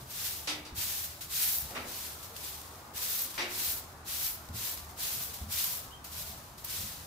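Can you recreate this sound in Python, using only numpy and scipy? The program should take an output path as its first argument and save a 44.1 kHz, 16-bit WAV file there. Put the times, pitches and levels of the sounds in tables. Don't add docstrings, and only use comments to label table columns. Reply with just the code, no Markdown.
import sys
import numpy as np
from scipy import signal
from scipy.fft import rfft, irfft, next_fast_len
from scipy.io import wavfile
from scipy.ndimage import uniform_filter1d, map_coordinates

SR = 44100
rng = np.random.default_rng(int(sys.argv[2]) if len(sys.argv) > 2 else 0)


def wrap_up_sound(samples):
    columns = np.atleast_2d(samples).T
    tamed = np.clip(columns, -1, 1)
    steps = np.round(tamed * 32767).astype(np.int16)
    wavfile.write(sys.argv[1], SR, steps)


N = 311602


def amp(db):
    return 10 ** (np.asarray(db) / 20)


def unit(x):
    return x / np.sqrt(np.mean(x ** 2) + 1e-20)


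def along(points, hz):
    f, v = np.transpose(points)
    return np.interp(np.log(hz + 1), np.log(f), v)


def wobble(rate, size=N):
    knots = rng.standard_normal(int(size * rate / SR) + 4)
    return map_coordinates(knots, [np.arange(size) * rate / SR])


def filtered(x, response):
    n = x.shape[-1]
    m = next_fast_len(n + 8192)
    return irfft(rfft(x, m) * response(np.fft.rfftfreq(m, 1 / SR)), m)[..., :n]


def coloured(x, spectrum):
    return unit(filtered(x, lambda hz: amp(along(spectrum, hz))))


def stereo_noise(alike, size):
    def mid_side(hz):
        turn = np.arccos(np.clip(along(alike, hz), -1, 1)) / 2
        return np.array([np.cos(turn), np.sin(turn)])

    mid, side = filtered(rng.standard_normal((2, size)), mid_side)
    return np.array([mid + side, mid - side])


def add(track, s, sound):
    part = track[:, max(round(s * SR), 0):][:, :sound.shape[-1]]
    part += sound[..., :part.shape[1]]


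# (frequency [Hz], likeness [0-1])
AMBIENT_ALIKE = [(60, 1), (180, 0.93), (350, 0.83), (700, 0.66), (1400, 0.02), (5000, 0)]
# (frequency [Hz], relative level [dB per Hz])
DRONE_SPECTRUM = [(20, -23), (40, -10), (60, -4.5), (76, 4), (100, -4), (150, -6.5), (250, -17.5),
                  (500, -42)]
WASH_SPECTRUM = [(60, -11), (200, -3.5), (320, -1.5), (500, -2), (800, 1), (1200, 0.5), (1800, -7.5),
                 (3000, -15.5), (7000, -16.5), (15000, -24.5)]
# (time [s], level [dB])
DRONE_LEVEL = [(0.0, -59), (1.93, -59.5), (3.4, -61.5), (3.85, -58), (6.92, -57), (7.06, -55.5)]
# (time [s], level [dB])
WASH_LEVEL = [(0, -54), (0.73, -52.5), (1.3, -54.5), (1.8, -52), (3.2, -51), (4.3, -51.5), (7.06, -52.5)]


def ambience(drone_db=4, patchy_db=1.85):
    def drift(curve):
        return amp(np.interp(np.arange(N) / SR, *np.transpose(curve)))

    drone = coloured(stereo_noise(AMBIENT_ALIKE, size=N), DRONE_SPECTRUM)
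    z = signal.stft(stereo_noise(AMBIENT_ALIKE, size=N), nperseg=2048)[2]
    patches = uniform_filter1d(rng.standard_normal(z.shape[1:]), size=3, axis=0)
    patches = uniform_filter1d(patches, size=8, axis=1)
    patchy = signal.istft(z * amp(patchy_db * unit(patches)), nperseg=2048)[1][:, :N]
    wash = coloured(patchy, WASH_SPECTRUM)
    return amp(drone_db) * drone * drift(DRONE_LEVEL) + wash * drift(WASH_LEVEL)


LAND_S, ARC = 0.045, 1.38
LIFT_DROP_DB, LIFT_S = 1.47, 0.03
TIPS_DB, FLICK_FADE_S = -0.33, 0.037


def stroke(age, press_s, lift_s, db, swell_db, ease_db, flick_db, settle_db_per_s):
    before = np.clip(1 - age / press_s, 0, 1)
    after = np.clip((age - press_s) / max(lift_s - press_s, 1 / SR), 0, 1)
    lifted = np.maximum(age - lift_s, 0)
    pressure_db = db - swell_db * before ** ARC - ease_db * after ** ARC
    release_db = LIFT_DROP_DB * (1 - np.exp(-lifted / LIFT_S)) + settle_db_per_s * lifted
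    scrape = np.minimum(age / LAND_S, 1) * amp(pressure_db - release_db)
    flick = np.minimum(age / lift_s, 1) * np.exp(-lifted / FLICK_FADE_S)
    return np.array([scrape, scrape * amp(TIPS_DB + flick_db * flick)])


DAB_RISE_S, DAB_FADE_S, DAB_TIPS_DB = 0.0056, 0.054, 1


def dab(age, db):
    scrape = amp(db) * np.minimum(age / DAB_RISE_S, 1) * np.exp(-age / DAB_FADE_S)
    return np.array([scrape, scrape * amp(DAB_TIPS_DB)])


# (touch-down time [s], from touch-down to hardest press [s], from touch-down to lift [s],
#  level at hardest press [dB], swell up to it [dB], easing off to the lift [dB],
#  extra hiss as tips flick [dB], settling of dirt [dB per s])
STROKES = [(-0.401, 0.1, 0.22, -40, 5.0, 3.5, 4.0, 48.0), (0.061, 0.197, 0.32, -37, 15, 7.5, 3.5, 56.0),
           (0.742, 0.094, 0.31, -35.5, 3.5, 8, 6.0, 65), (1.278, 0.14, 0.33, -32.5, 12.5, 11, 11.5, 36),
           (1.836, 0.17, 0.27, -42, 4.5, 4.5, 2.5, 37), (2.326, 0.15, 0.18, -43.0, 10, 1.5, 3, 41),
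           (2.932, 0.2, 0.309, -37.5, 2.5, 5, 9, 38), (3.467, 0.19, 0.32, -35.5, 12.5, 11.5, 8.5, 85.0),
           (4.043, 0.22, 0.3, -37.5, 4, 12, 9.5, 57), (4.521, 0.16, 0.24, -38.5, 6, 11, 5.5, 60),
           (4.959, 0.074, 0.3, -37.5, 5.5, 6.5, 7, 49), (5.479, 0.1, 0.3, -34.5, 9, 10, 7.5, 86),
           (6.082, 0.081, 0.22, -43.0, 8, 4, 4.5, 50), (6.651, 0.083, 0.22, -39.0, 7, 4.5, 2.5, 40)]
# (time [s], level [dB])
DABS = [(1.206, -40), (2.224, -46.5), (4.768, -45.5), (4.888, -53), (5.333, -42), (6.04, -44.5),
        (6.577, -49.0), (6.64, -44.5)]


def stroke_gains():
    power, age = np.zeros((2, N)), np.arange(SR) / SR
    for shape, rows in ((stroke, STROKES), (dab, DABS)):
        for s, *row in rows:
            heard = age[age >= -s]
            add(power, s, shape(heard, *row) ** 2)
    return np.sqrt(power)


def grit(rate, spread_db, shared, smooth):
    size = amp(spread_db * np.minimum(rng.exponential(size=(3, N)), 4))
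    happens = rng.random((3, N)) < rate / SR
    contacts = unit(happens * size * rng.choice([-1, 1], (3, N)))
    return unit(contacts[:2] + shared * contacts[2] + smooth * rng.standard_normal((2, N)))


def straw_rings(rate, centre_hz, spread_db, t60):
    chance = rng.random((int(rate * N / SR), 4))
    t = np.arange(700) / SR
    hz = centre_hz * 2 ** (2 * chance[:, 1:2] - 1)
    rarity = -np.log(np.maximum(chance[:, 2:3], np.exp(-4)))
    size = amp(spread_db * rarity - 60 * t / t60)
    at = (chance[:, :1] * N).astype(int) + np.arange(len(t))
    ports = []
    for side in (-.5, .5):
        rings = size * np.sin(2 * np.pi * (hz * t + side * chance[:, 3:]))
        ports.append(np.bincount(at.ravel(), rings.ravel(), N)[:N])
    return unit(np.array(ports))


# (frequency [Hz], relative level [dB per Hz])
SCRAPE_SPECTRUM = [(300, -36), (900, -15.5), (1500, -6), (2200, -3.5), (3000, -1.5), (4000, 0),
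                   (5500, -0.5), (7500, -2), (10000, -4), (15500, -8.5)]
HISS_SPECTRUM = [(2000, -41), (5000, -9.5), (8000, -8.5), (10200, -5.5), (11500, 1), (12600, 2), (14000, 2),
                 (15500, 0.5)]


def broom(scrape_db=0.2, hiss_db=1.0, straw_db=-8, crumb_db=-52, crumb_follow=0.59):
    scrape_gain, hiss_gain = stroke_gains()
    judder_db = 0.85 * wobble(45) + 0.37 * wobble(220)
    scrape = coloured(grit(rate=6000, spread_db=2.5, shared=0.45, smooth=0.87), SCRAPE_SPECTRUM)
    hiss = coloured(grit(rate=4500, spread_db=2.0, shared=0.28, smooth=0.64), HISS_SPECTRUM)
    straws = straw_rings(rate=900, centre_hz=7010, spread_db=1.5, t60=0.023)
    crumbs = coloured(grit(rate=250, spread_db=2.0, shared=0.94, smooth=0), SCRAPE_SPECTRUM)
    crumbs = crumbs * (scrape_gain / scrape_gain.max()) ** crumb_follow
    pressed = scrape_gain * (amp(scrape_db) * scrape + amp(straw_db) * straws)
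    flicked = hiss_gain * amp(hiss_db + 0.5 * wobble(90)) * hiss
    return (pressed + flicked) * amp(judder_db) + amp(crumb_db) * crumbs


# (time [s], level [dB], pitch [Hz], swell to the fullest push [s])
STEPS = [(.005, -46.5, 126.7, 0.022), (0.724, -40.5, 71, 0.0086), (0.774, -41, 86, 0.011),
         (1.621, -42, 66, 0.02), (4.488, -38.5, 83, 0.014), (4.539, -41, 110, 0.019),
         (5.409, -35, 72, 0.012), (5.455, -44.5, 91.6, 0.026), (6.279, -46.5, 71, 0.023),
         (6.785, -43.5, 83, 0.013), (6.832, -43, 75, .012)]


def steps(scuff_db=-12, knock_db=-10, knock_hz=215):
    out, t = np.zeros((2, N)), np.arange(SR // 4) / SR
    # (frequency [Hz], relative level [dB per Hz])
    scuff_spectrum = [(25, -25), (70, -4), (200, -4.0), (300, -18), (1500, -32), (5000, -58)]
    for s, db, hz, swell in STEPS:
        scuff = coloured(rng.standard_normal(len(t)), scuff_spectrum)
        push = t / swell * np.exp(1 - t / swell)
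        knock = push ** 2 * np.sin(2 * np.pi * knock_hz * t)
        thud = push * np.sin(2 * np.pi * hz * t) + amp(knock_db) * knock
        add(out, s, amp(db) * (thud + amp(scuff_db) * np.sqrt(push) * scuff))
    return out


# (frequency [Hz], width [Hz], height [dB])
BANG_MODES = [(400, 60, 2.5), (586, 79, 2), (850, 29, 7), (1115, 32, 1), (1320, 57, 4.5), (1970, 50, 6),
              (2260, 70, 7), (2550, 26, 7.5), (2810, 60, 3), (3270, 55, -2), (3770, 88, 6.5),
              (4750, 160, 7.5), (5760, 170, 9)]
# (frequency [Hz], relative level [dB per Hz])
BANG_SPECTRUM = [(100, -8), (280, -2.5), (700, -0.5), (1500, 1.5), (2500, 4.5), (5000, 4), (8000, 3),
                 (15000, 2)]
# (frequency [Hz], time to fall 60 dB [s])
BANG_DECAY = [(300, 1), (1000, 0.44), (2500, 0.44), (6000, 0.26), (14000, 0.25)]
# (frequency [Hz], likeness [0-1])
BANG_ALIKE = [(300, 0.92), (800, 0.49), (2000, 0), (8000, 0.28)]
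# (time [s], level [dB], dull above [Hz], rise [s], length of echo cluster [s], hollow ring [Hz], ring level [dB])
BANGS = [(0.472, -29.5, 5900, 0.0014, 0.032, 302, -12), (.648, -45.5, 7260, 0.0023, 0.022, 302, -33),
         (1.70, -45, 910, 0.0063, 0.027, 238, -14), (1.748, -34, 2120, 0.0063, 0.026, 238, -12),
         (1.83, -48.5, 790, 0.008, .025, 343, -4), (3.378, -29.5, 3300, 0.00069, 0.047, 353.6, -12)]


def body(f):
    return 1 + sum((amp(g) - 1) / (1 + (2 * (f - c) / w) ** 2) for c, w, g in BANG_MODES)


def blow(f, dull_hz, focus=0.57, focus_db=3, focus_octaves=0.26):
    octaves_off = np.log2((f + 1) / (focus * dull_hz))
    return amp(focus_db * np.exp(-(octaves_off / focus_octaves) ** 2)) / np.sqrt(1 + (f / dull_hz) ** 4)


def bangs(crackle_db=0.0, ring_t60=0.72, ring_rise=0.024, ring_waver=0.46):
    out = np.zeros((2, N))
    for s, db, dull_hz, rise, hold, ring_hz, ring_db in BANGS:
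        hz, age, z = signal.stft(stereo_noise(BANG_ALIKE, size=SR), SR, nperseg=256)
        fade_db = -60 * np.maximum(age - hold, 0) / along(BANG_DECAY, hz)[:, None]
        tail = signal.istft(z * amp(fade_db), SR, nperseg=256)[1]
        t = np.arange(tail.shape[1]) / SR
        tail = tail * amp(crackle_db * wobble(444, size=len(t)))
        tail = filtered(tail, lambda f: amp(along(BANG_SPECTRUM, f)) * body(f) * blow(f, dull_hz))
        burst = (1 - np.exp(-t / rise)) * tail / np.std(tail[:, :SR // 20])
        note = np.sin(2 * np.pi * ring_hz * t + ring_waver * wobble(44, size=len(t)))
        ring = amp(ring_db - 60 * t / ring_t60) * (1 - np.exp(-t / ring_rise)) * note
        add(out, s, amp(db) * (amp(-3) * burst + amp(0.5) * ring))
    return out


# (frequency [Hz], relative level [dB per Hz])
SNAP_SPECTRUM = [(3000, -25), (9500, -17), (12500, 8), (15500, 3.5)]
# (time [s], starting level of the thin crack [dB], stalk's knock against it [dB])
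SNAPS = [(1.2101, -50, -3), (1.5843, -22, -22), (2.296, -42, -7), (2.3648, -44, 8.5), (2.615, -40.5, 0),
         (3.2196, -23.5, -20), (3.343, -48, 8), (4.248, -28.5, -10), (4.488, -52, 10), (4.647, -32, -14),
         (4.7122, -29, -19), (4.7742, -44, 5), (5.3413, -35, -16), (5.642, -20, -23), (6.0447, -42, -11),
         (6.6473, -27, -17)]


def snaps(rustle_t60=.14, rustle_db=-14, stalk_db=-2):
    out, t = np.zeros((2, N)), np.arange(SR // 5) / SR
    for s, db, knock_db in SNAPS:
        crack = amp(-60 * t / .016)
        rustle = amp(rustle_db - 60 * t / rustle_t60)
        tip = coloured(rng.standard_normal((2, len(t))), SNAP_SPECTRUM)
        stalk = coloured(rng.standard_normal((2, len(t))), SCRAPE_SPECTRUM)
        add(out, s, amp(db) * (crack + rustle) * (tip + amp(knock_db + stalk_db) * stalk))
    return out


def bird(start=5.898, length=0.055, low_hz=2720, high_hz=3190, db=-60.5, echo_t60=0.31, rasp=0.011):
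    out = np.zeros((2, N))
    u = np.arange(round(length * SR)) / (length * SR)
    glide = low_hz + (high_hz - low_hz) * np.sin(2 * u)
    pitch = glide * (1 + rasp * wobble(410, size=len(u)))
    note = np.sin(np.pi * u) * np.sin(2 * np.pi * np.cumsum(pitch) / SR)
    t = np.arange(SR // 4) / SR
    yard = rng.standard_normal((2, len(t))) * amp(-60 * t / echo_t60)
    add(out, start, amp(db) * unit(signal.fftconvolve(note[None], yard, axes=1)))
    return out


def scene():
    return ambience() + broom() + steps() + bangs() + snaps() + bird()


TOP_HZ = 15600
# (frequency [Hz], left minus right [dB])
BALANCE_DB = [(60, .2), (200, 1.5), (700, 0.4), (3000, 0.4), (6000, 0.5), (9000, 2.5), (13000, 1.1)]


def record(dry):
    def ports(hz):
        balance = amp(np.outer([.5, -.5], along(BALANCE_DB, hz)))
        return balance * (hz < TOP_HZ)

    return filtered(dry, ports)


dry = scene()
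out = record(dry)
wrap_up_sound(out)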